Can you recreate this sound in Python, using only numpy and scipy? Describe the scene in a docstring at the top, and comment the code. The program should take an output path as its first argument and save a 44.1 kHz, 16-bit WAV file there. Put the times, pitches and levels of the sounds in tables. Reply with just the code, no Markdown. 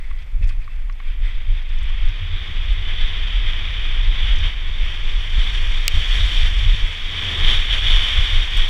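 """Mountain bike on a dirt trail

A fast descent, from a camera microphone on the rider's helmet. Right at the microphone, wind buffets
the housing and hisses through the helmet's gaps, louder and brighter with speed. A body's length
below, the tyres crunch over litter, the bike knocks on bumps, and one stone cracks sharply against it."""
import sys
import numpy as np
from scipy import signal
from scipy.fft import rfft, irfft, next_fast_len
from scipy.io import wavfile
from scipy.ndimage import uniform_filter1d, map_coordinates

SR = 44100
rng = np.random.default_rng(int(sys.argv[2]) if len(sys.argv) > 2 else 0)


def wrap_up_sound(samples):
    """Save the sound to the file named by the first command line argument, as 16-bit audio."""
    columns = np.atleast_2d(samples).T
    # keep every value between -1 and 1, then stretch to whole-number steps
    tamed = np.clip(columns, -1, 1)
    steps = np.round(tamed * 32767).astype(np.int16)
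    wavfile.write(sys.argv[1], SR, steps)


N = 383229

# spectra of the tyres, rolling and sliding: (frequency [Hz], level [dB])
ROLL_SPECTRUM = [(120, 22), (300, -5), (750, -2), (1200, 0), (1600, -2), (2300, 6), (3000, -12),
                 (4200, -26.5), (6000, -27), (9000, -36)]
SCUFF_SPECTRUM = [(1000, -6.5), (1400, -1), (1900, 8), (2550, 6), (2850, -5), (3450, 4), (3900, -8),
                  (4700, -9), (6000, -18), (7200, -28), (7950, -14), (8700, -29), (14000, -36)]
# the tread scuffing over dirt: (time [s], level [dB], half-length [s], rasp pitch [Hz])
SCUFFS = [(0.032, -48.5, 0.2, 2010), (0.202, -51, 0.042, 3240), (0.44, -41, 0.02, 2570),
          (0.503, -43.5, 0.039, 2500), (0.624, -46.5, 0.023, 2480), (0.721, -50, 0.039, 2620),
          (0.808, -52, 0.056, 2150), (1.091, -47.5, 0.036, 2430), (1.276, -40, 0.047, 2000),
          (1.358, -49, 0.037, 2080), (1.743, -42.5, .022, 2200), (2.225, -61, 0.054, 2200)]
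# bumps knocking the bike: (time [s], level [dB], hardness [dB per octave above the lowest mode])
KNOCKS = [(0.112, -32.5, -3), (0.508, -40, -5), (0.6769, -33, -7), (0.897, -30, -.5), (1.0008, -32, 2),
          (1.0624, -43, -5), (1.8148, -36, -2), (1.903, -33, -5)]
# the frame's ring: (frequency [Hz], level [dB], t60 [s])
FRAME_MODES = [(1130, -1.5, .027), (1450, 1, .013), (1900, 1, .011), (2190, -1, .018), (2560, -8, .013),
               (3200, -11, .014), (4030, -13, .012)]
# twigs and grit snapping under the tyres: (time [s], level [dB], pitch [Hz])
SNAPS = [(.188, -49, 3900), (0.22, -40, 2830), (.223, -55, 5300), (0.441, -48, 5000), (0.472, -52, 5500),
         (.481, -50, 7200), (0.49, -41, 2900), (0.491, -41.5, 5000), (.492, -52, 8500), (.643, -50, 3900),
         (.924, -50, 4700), (1.623, -52, 4800), (1.691, -52, 5000), (1.786, -49, 5360), (1.829, -51, 7800),
         (1.892, -53, 5000), (2.087, -46, 5330), (2.73, -52, 7400), (4.359, -41, 5500), (4.385, -40, 5500),
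         (8.57, -38, 7950), (8.571, -47, 13500)]
# a stone's strike: (time [s], level [dB])
STONE_STRIKES = [(5.8803, 1.5)]
# its ring, the low modes coming last: (frequency [Hz], level [dB], t60 [s], delay [s])
STONE_MODES = [(2300, -13, .005, .0008), (2660, -3, .005, .0008), (2940, -14, .008, .003),
               (4900, -8, .0055, 0), (5390, 0, .002, 0), (6050, -12, .003, 0), (6800, -1, .0022, 0),
               (7350, -5, .003, 0), (7900, -6, .0035, 0), (11200, 0, .0013, 0), (13400, -1, .0013, 0)]

# spectra of the wind on the microphone: (frequency [Hz], level [dB])
EDDY_SPECTRUM = [(8, -24), (17, 5.5), (23, 9.5), (30, 5.5), (40, 0), (52, -6.5), (70, -28.5), (110, -50),
                 (250, -67), (600, -100)]
BURBLE_SPECTRUM = [(60, 0), (130, -2), (220, -2.5), (400, -12), (900, -19), (2500, -58)]
DRONE_SPECTRUM = [(35, -67), (58, -5.5), (85, 4.5), (97, -1), (112, -20.5), (150, -43), (250, -60),
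                  (700, -79)]
THUMP_SPECTRUM = [(50, -16), (100, 12), (200, -3), (400, -13.5), (1200, -48), (3000, -120)]
# gusts that buffet the microphone: (time [s], level [dB], half-length [s])
GUSTS = [(0.12, -17.5, 0.024), (0.355, -12.5, 0.022), (0.458, -9.5, 0.037), (0.594, -13.5, 0.015),
         (0.802, -20, 0.091), (1.087, -15.5, .035), (1.235, -12.5, 0.051), (1.382, -13, 0.028),
         (1.508, -10, .03), (1.768, -15.5, 0.065), (1.912, -15.5, .06), (2.058, -7.5, 0.035),
         (2.343, -14.5, 0.018), (2.583, -17, 0.049), (2.714, -12, 0.037), (2.914, -18.5, 0.081),
         (3.037, -9.5, 0.031), (3.367, -11.5, 0.026), (3.487, -12.5, 0.017), (3.919, -19, 0.021),
         (4.004, -12.5, 0.023), (4.092, -8.5, .03), (4.228, -12.5, 0.047), (4.338, -9, 0.036),
         (4.446, -11.5, 0.033), (4.68, -19, 0.04), (4.831, -11, 0.042), (5.07, -13.5, 0.045),
         (5.161, -14, 0.025), (5.388, -10, 0.059), (5.613, -21, 0.035), (5.74, -14, 0.13),
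         (5.974, -9, 0.032), (6.115, -12.5, .035), (6.245, -10.5, 0.033), (6.42, -9, 0.071),
         (6.59, -17, 0.065), (6.702, -7.5, 0.042), (6.843, -8, 0.015), (7.046, -17.5, 0.027),
         (7.471, -8, 0.049), (7.588, -13, 0.039), (7.745, -18, 0.076), (7.944, -9, 0.065), (8.2, -10, 0.05),
         (8.372, -8.5, 0.037), (8.601, -9, 0.047)]
# lulls in the eddies between them: (time [s], drop [dB], half-length [s])
LULLS = [(.25, 8, 0.053), (.7, 3.5, 0.11), (2.43, 5, 0.064), (7.2, 10, 0.27)]
# the drone of the microphone's housing: (time [s], level [dB])
DRONE_LEVEL = [(0.05, -69), (0.24, -38), (0.28, -58), (0.42, -24), (0.67, -48), (1.06, -52), (1.52, -33),
               (1.67, -50), (1.71, -35), (1.95, -46), (2.1, -30), (2.16, -58), (2.22, -29), (3.15, -36),
               (4.35, -34.5), (4.46, -23.5), (4.54, -48), (4.62, -37), (5.9, -34), (5.95, -22), (6.07, -40),
               (6.22, -27), (6.3, -39), (6.63, -32), (6.65, -21), (6.82, -39), (6.84, -29.5), (7.0, -45),
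               (7.1, -36), (7.466, -24), (7.68, -39), (7.706, -26.5), (7.826, -35), (7.878, -22.5),
               (8.096, -42), (8.198, -19), (8.254, -49), (8.356, -22.5), (8.502, -42), (8.6, -27.5),
               (8.69, -38)]
# gusts that thump the microphone: (time [s], level [dB])
THUMPS = [(0.416, -31), (0.463, -42), (2.5, -29.5), (4.424, -42), (4.452, -25), (5.387, -29), (6.745, -25),
          (6.844, -31), (7.448, -25.5), (7.906, -29)]

# the air stream past the helmet, rising as the bike gathers speed: (time [s], level [dB])
STREAM_LEVEL = [(0.93, -62), (1.1, -48.5), (1.19, -56), (1.23, -46), (1.47, -49), (1.58, -42.5),
                (1.64, -49.5), (1.84, -41.5), (2.35, -39), (2.38, -36), (2.83, -37.5), (2.89, -34),
                (2.98, -34.5), (3.03, -30.5), (3.05, -33), (3.09, -32), (3.43, -33.5), (3.5, -29.5),
                (3.59, -33), (3.83, -32.5), (4.11, -34.5), (4.13, -31.5), (4.32, -28), (4.41, -33),
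                (4.45, -27.5), (4.56, -38.5), (4.86, -35), (5.32, -34.5), (5.42, -29.5), (5.92, -33),
                (5.94, -26.5), (6.05, -28), (6.07, -29), (6.14, -24.5), (6.35, -27.5), (6.4, -25.5),
                (6.46, -28.5), (6.48, -23), (6.5, -31.5), (6.57, -32.5), (6.59, -29), (7.04, -33),
                (7.24, -26), (7.46, -25), (7.48, -18), (7.58, -21), (7.63, -25.5), (7.69, -29), (7.72, -23),
                (7.74, -18.5), (7.8, -26.5), (7.89, -21), (8.45, -26), (8.49, -31), (8.58, -23.5),
                (8.69, -28.5)]
# low roar and treble spray, over what the stream alone gives: (time [s], level [dB])
ROAR_BOOST = [(1.2, -7), (2.3, 0.5), (5.5, -0.5), (6.5, -0.5), (7.05, -2), (7.22, 5), (7.4, 9), (7.56, -2),
              (7.9, -4.5), (8.68, -5)]
SPRAY_BOOST = [(0, 5), (1.2, -8), (2.5, -4), (4.2, -3.5), (5.2, 2), (6.3, 5), (7.4, 0.5), (8.68, 2)]
# spectra of the wind on the helmet: (frequency [Hz], level [dB])
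ROAR_SPECTRUM = [(70, -4), (130, 4), (220, -1.5), (300, -6), (390, -4.5), (500, -10), (750, -14),
                 (1200, -5.5), (3000, -52)]
RUSH_SPECTRUM = [(400, -15), (900, -13.5), (1120, -8.5), (1400, -8.5), (1850, -1.5), (2400, 1), (2780, -4),
                 (3500, -8), (4020, -26), (4400, -16.5), (6500, -31), (9000, -73)]
SPRAY_SPECTRUM = [(3000, -1.5), (4100, -3.5), (4500, -1), (6000, -3), (8000, -8), (9200, -10.5),
                  (10500, -14), (12700, -16.5), (14900, -31), (15600, -45)]
# air resonances of the helmet's gaps, main and higher: (frequency [Hz], width [Hz], level [dB])
GAP_MODES = [(3030, 370, -1), (3333, 450, -2), (3604, 336, -3.5)]
EDGE_MODES = [(4360, 250, 10), (4850, 220, -0.5), (5624, 300, 10), (6500, 160, -3), (7020, 220, -6),
              (7820, 430, -3), (10700, 420, -8)]

# how each wind sound follows the stream: (base level at cruising speed [dB], growth [dB per dB])
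EDDY_LAW, ROAR_LAW, RUSH_LAW = (-21, 0.033), (-46, 0.46), (-33, 0.7)
HISS_LAW, WHISTLE_LAW, SPRAY_LAW = (-30.5, 1), (-75, 1.3), (-49.5, 0.88)
CRUISE_DB = -30.5  # the stream's strength at cruising speed


def amp(db):
    """Decibels to gain."""
    return 10 ** (np.asarray(db) / 20)


def unit(x):
    """Scale to rms 1."""
    return x / np.sqrt(np.mean(x ** 2) + 1e-20)


def curve(points):
    """(time, value) points joined by straight lines, one value a sample."""
    return np.interp(np.arange(N) / SR, *np.transpose(points))


def wobble(rate):
    """A smooth random curve, rate knots a second."""
    return map_coordinates(rng.standard_normal(N // 16), [np.arange(N) * rate / SR], mode="wrap")


def swell(s, half_length):
    """A bell-shaped envelope around time s."""
    return np.exp(-np.minimum(((np.arange(N) / SR - s) / half_length) ** 2, 20))


def swells(rows):
    """Sum of (time, height, half-length) bells."""
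    return sum(height * swell(s, half_length) for s, height, half_length in rows)


def filtered(x, response):
    """Filter x by a gain given as a function of frequency."""
    size = next_fast_len(len(x) + SR // 4)
    return irfft(rfft(x, size) * response(np.fft.rfftfreq(size, 1 / SR)), size)[:len(x)]


def coloured(x, spectrum):
    """x shaped by (Hz, dB) points on a log axis, at rms 1."""
    points_hz, db = np.transpose(spectrum)
    return unit(filtered(x, lambda hz: amp(np.interp(np.log(hz + 1), np.log(points_hz), db))))


def noise(spectrum, samples=N):
    """Steady noise of the given spectrum, at rms 1."""
    return coloured(rng.standard_normal(samples), spectrum)


def band(hz, centre_hz, width_hz):
    """Gain of a steep-sided resonance."""
    return 1 / (1 + ((hz ** 2 - centre_hz ** 2) / ((hz + 1) * width_hz)) ** 2)


def peaks(modes, hz):
    """Summed gain of several resonances."""
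    return sum(amp(db) * band(hz, centre, width) for centre, width, db in modes)


def turbulence(rate, depth_db):
    """White noise that comes in irregular puffs, rate a second."""
    return rng.standard_normal(N) * amp(depth_db * wobble(rate))


def swirl(spectrum, evenness):
    """Low pressure swings of random period and fairly even strength."""
    swings = noise(spectrum)
    power = uniform_filter1d(np.abs(signal.hilbert(swings)) ** 2, size=SR // 32)
    return unit(swings / (np.sqrt(np.abs(power)) + 0.025) ** evenness)


def driven(law):
    """Gain of a sound that grows with the air stream, which takes a moment to change."""
    base_db, growth = law
    stream_db = uniform_filter1d(curve(STREAM_LEVEL), size=SR // 22)
    return amp(base_db + growth * (stream_db - CRUISE_DB))


def microphone_hiss():
    """The microphone's own faint hiss."""
    return amp(-69.5) * noise([(1000, 4.5), (14800, 1.5), (15600, -30)])


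def buffeting(ceiling=0.7):
    """Gusts push on the microphone over weaker eddies; the hardest thump, and its hollow housing drones."""
    bed = driven(EDDY_LAW) * amp(2.5 * wobble(12) - swells(LULLS))
    gusts = swells([(s, amp(db), half_length) for s, db, half_length in GUSTS])
    eddies = np.hypot(bed, gusts) * swirl(EDDY_SPECTRUM, evenness=1)
    drone = amp(curve(DRONE_LEVEL) + 0.5 + 1.8 * wobble(14)) * swirl(DRONE_SPECTRUM, evenness=0.3)
    thumps = swells([(s, amp(db - 3.5), 0.0071) for s, db in THUMPS]) * swirl(THUMP_SPECTRUM, evenness=1)
    burble = amp(-40) * eddies * noise(BURBLE_SPECTRUM)  # the rough edge of each eddy
    pressure = eddies + burble + drone + thumps
    return pressure / (1 + (pressure / ceiling) ** 4) ** 0.25  # rounds off the biggest swings


def tyres(grains_per_s=1500, grain_t60_s=0.0082):
    """Down at the trail, the tread rolls over dirt that crumbles in clumps of tiny grains."""
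    rolling = amp(-47 + wobble(7.5)) * noise(ROLL_SPECTRUM)
    sizes = amp(1.5 * rng.standard_normal(N).clip(-2, 2) + 1.2 * wobble(25).clip(-2, 2))
    grains = (rng.random(N) < grains_per_s / SR) * sizes
    fade = amp(-60 * np.arange(SR // 20) / SR / grain_t60_s)
    crumbling = signal.fftconvolve(grains, fade)[:N] * rng.standard_normal(N)
    dirt_spectrum = [(500, 13), (1200, 10), (2200, 15.5), (3500, -10),
                     (4000, 6), (5000, -1), (8000, -5), (14000, -26)]
    return rolling + amp(-59) * coloured(crumbling, dirt_spectrum)


def scuffs():
    """The tread slides briefly; each slide rasps at its own pitch."""
    out = np.zeros(N)
    for s, db, half_length, pitch_hz in SCUFFS:
        envelope = swell(s, half_length)
        span = np.flatnonzero(envelope > 0.001)
        scrape = noise(SCUFF_SPECTRUM, len(span))
        rasp = unit(filtered(rng.standard_normal(len(span)), lambda hz: band(hz, pitch_hz, width_hz=160)))
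        out[span] += amp(db) * envelope[span] * unit(scrape + amp(-3) * rasp)
    roughness = unit(amp(1.4 * wobble(260)))
    return out * roughness


def knocks(clack_t60_s=0.016, attack_s=0.0013):
    """Each bump clacks and rings the frame's damped modes; a soft one leaves mostly the hollow lowest."""
    out, t = np.zeros(N + SR), np.arange(SR // 10) / SR
    hz, level, t60 = np.transpose(FRAME_MODES)[:, :, None]
    clack_spectrum = [(300, -26), (800, -5), (1150, -4), (2200, -2), (4000, -19), (9000, -42)]
    for s, db, hardness in KNOCKS:
        mode_db = level + hardness * np.log2(hz / hz[0]) + 0.64 * rng.standard_normal(hz.shape)
        modes = amp(mode_db - 60 * t / t60) * np.sin(2 * np.pi * (hz * t + rng.random(hz.shape)))
        clack = amp(hardness - 1 - 60 * t / clack_t60_s) * noise(clack_spectrum, len(t))
        knock = (modes.sum(0) + clack) * (1 - np.exp(-t / attack_s))
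        out[round(s * SR):][:len(t)] += amp(db + 3.2) * knock / np.abs(knock).max()
    return out[:N]


def snaps(t60_s=0.038, attack_s=0.00039):
    """Twigs and grit give way under the tyres, each with a short burst around its own pitch."""
    out, t = np.zeros(N + SR), np.arange(SR // 20) / SR
    envelope = amp(-60 * t / t60_s) * (1 - np.exp(-t / attack_s))
    for s, db, pitch_hz in SNAPS:
        burst = filtered(rng.standard_normal(len(t)), lambda hz: band(hz, pitch_hz, 0.6 * pitch_hz) ** 2)
        out[round(s * SR):][:len(t)] += amp(db + 0.5) * unit(burst) * envelope
    return out[:N]


def shell_roar():
    """Turbulent air roars over the helmet's shell, just under the microphone."""
    gain = driven(ROAR_LAW) * amp(curve(ROAR_BOOST) + 0.44 * wobble(8))
    return gain * coloured(turbulence(rate=79, depth_db=-1), ROAR_SPECTRUM)


def gap_hiss(waver_share=0.011):
    """Air sings in the helmet's gaps, its pitch wandering as the angle of the stream changes."""
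    gaps = lambda hz: peaks(GAP_MODES, hz) * band(hz, 3310, width_hz=1080)
    hiss = driven(HISS_LAW) * unit(filtered(turbulence(rate=310, depth_db=1), gaps))
    position = np.arange(N) + np.cumsum(waver_share * wobble(9))
    return map_coordinates(hiss, [position], order=4, mode="mirror")


def gap_whistle():
    """One thin gap sings high up, heard only in a fast stream."""
    thin_gap = lambda hz: band(hz, 10430, width_hz=470)
    return driven(WHISTLE_LAW) * unit(filtered(turbulence(rate=110, depth_db=-1), thin_gap))


def edge_spray():
    """Air sprays off the edges of the gaps, bright with their higher resonances."""
    edges = filtered(turbulence(rate=180, depth_db=0.74), lambda hz: 1 + peaks(EDGE_MODES, hz))
    return driven(SPRAY_LAW) * amp(curve(SPRAY_BOOST)) * coloured(edges, SPRAY_SPECTRUM)


def airstream():
    """Wind on the helmet, close up: above the roar, the rushing stream flutters as eddies pass."""
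    roar = shell_roar()
    rush = driven(RUSH_LAW) * coloured(turbulence(rate=160, depth_db=0.1), RUSH_SPECTRUM)
    stream = rush + gap_hiss() + gap_whistle() + edge_spray()
    flutter = unit(amp(0.25 * wobble(12) + 0.13 * wobble(30) + 0.71 * wobble(90)))
    return roar + flutter * stream


def stone(attack_s=0.00012, low_cut_hz=1700):
    """A flung stone hits the bike: a bright crack, then a brief lower ring, heard through the housing."""
    out, t = np.zeros(N + SR), np.arange(SR // 20) / SR
    hz, level, t60, delay = np.transpose(STONE_MODES)[:, :, None]
    age = np.maximum(t - delay, 0)
    envelopes = amp(level - 60 * age / t60) * (1 - np.exp(-age / attack_s))
    ring = (envelopes * np.sin(2 * np.pi * hz * age)).sum(0)
    housing_dip = lambda f: 1 - band(f, 9400, width_hz=1500)
    low_cut = lambda f: 1 - np.exp(-(f / low_cut_hz) ** 4)
    crack = filtered(ring, lambda f: housing_dip(f) * low_cut(f))
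    for s, db in STONE_STRIKES:
        out[round(s * SR):][:len(t)] += amp(db) * crack
    return out[:N]


def scene():
    """Wind close up and the bike below, in mono at the helmet microphone."""
    wind = buffeting() + airstream()
    bike = tyres() + scuffs() + knocks() + snaps() + stone()
    return (wind + bike + microphone_hiss())[None]


def record(dry):
    """The camera overloads at full scale and keeps nothing above its band limit."""
    top_hz = 16200
    return filtered(np.clip(dry[0], -1, 1), lambda hz: 1 / (1 + (hz / top_hz) ** 110))[None]


dry = scene()
out = record(dry)
wrap_up_sound(out)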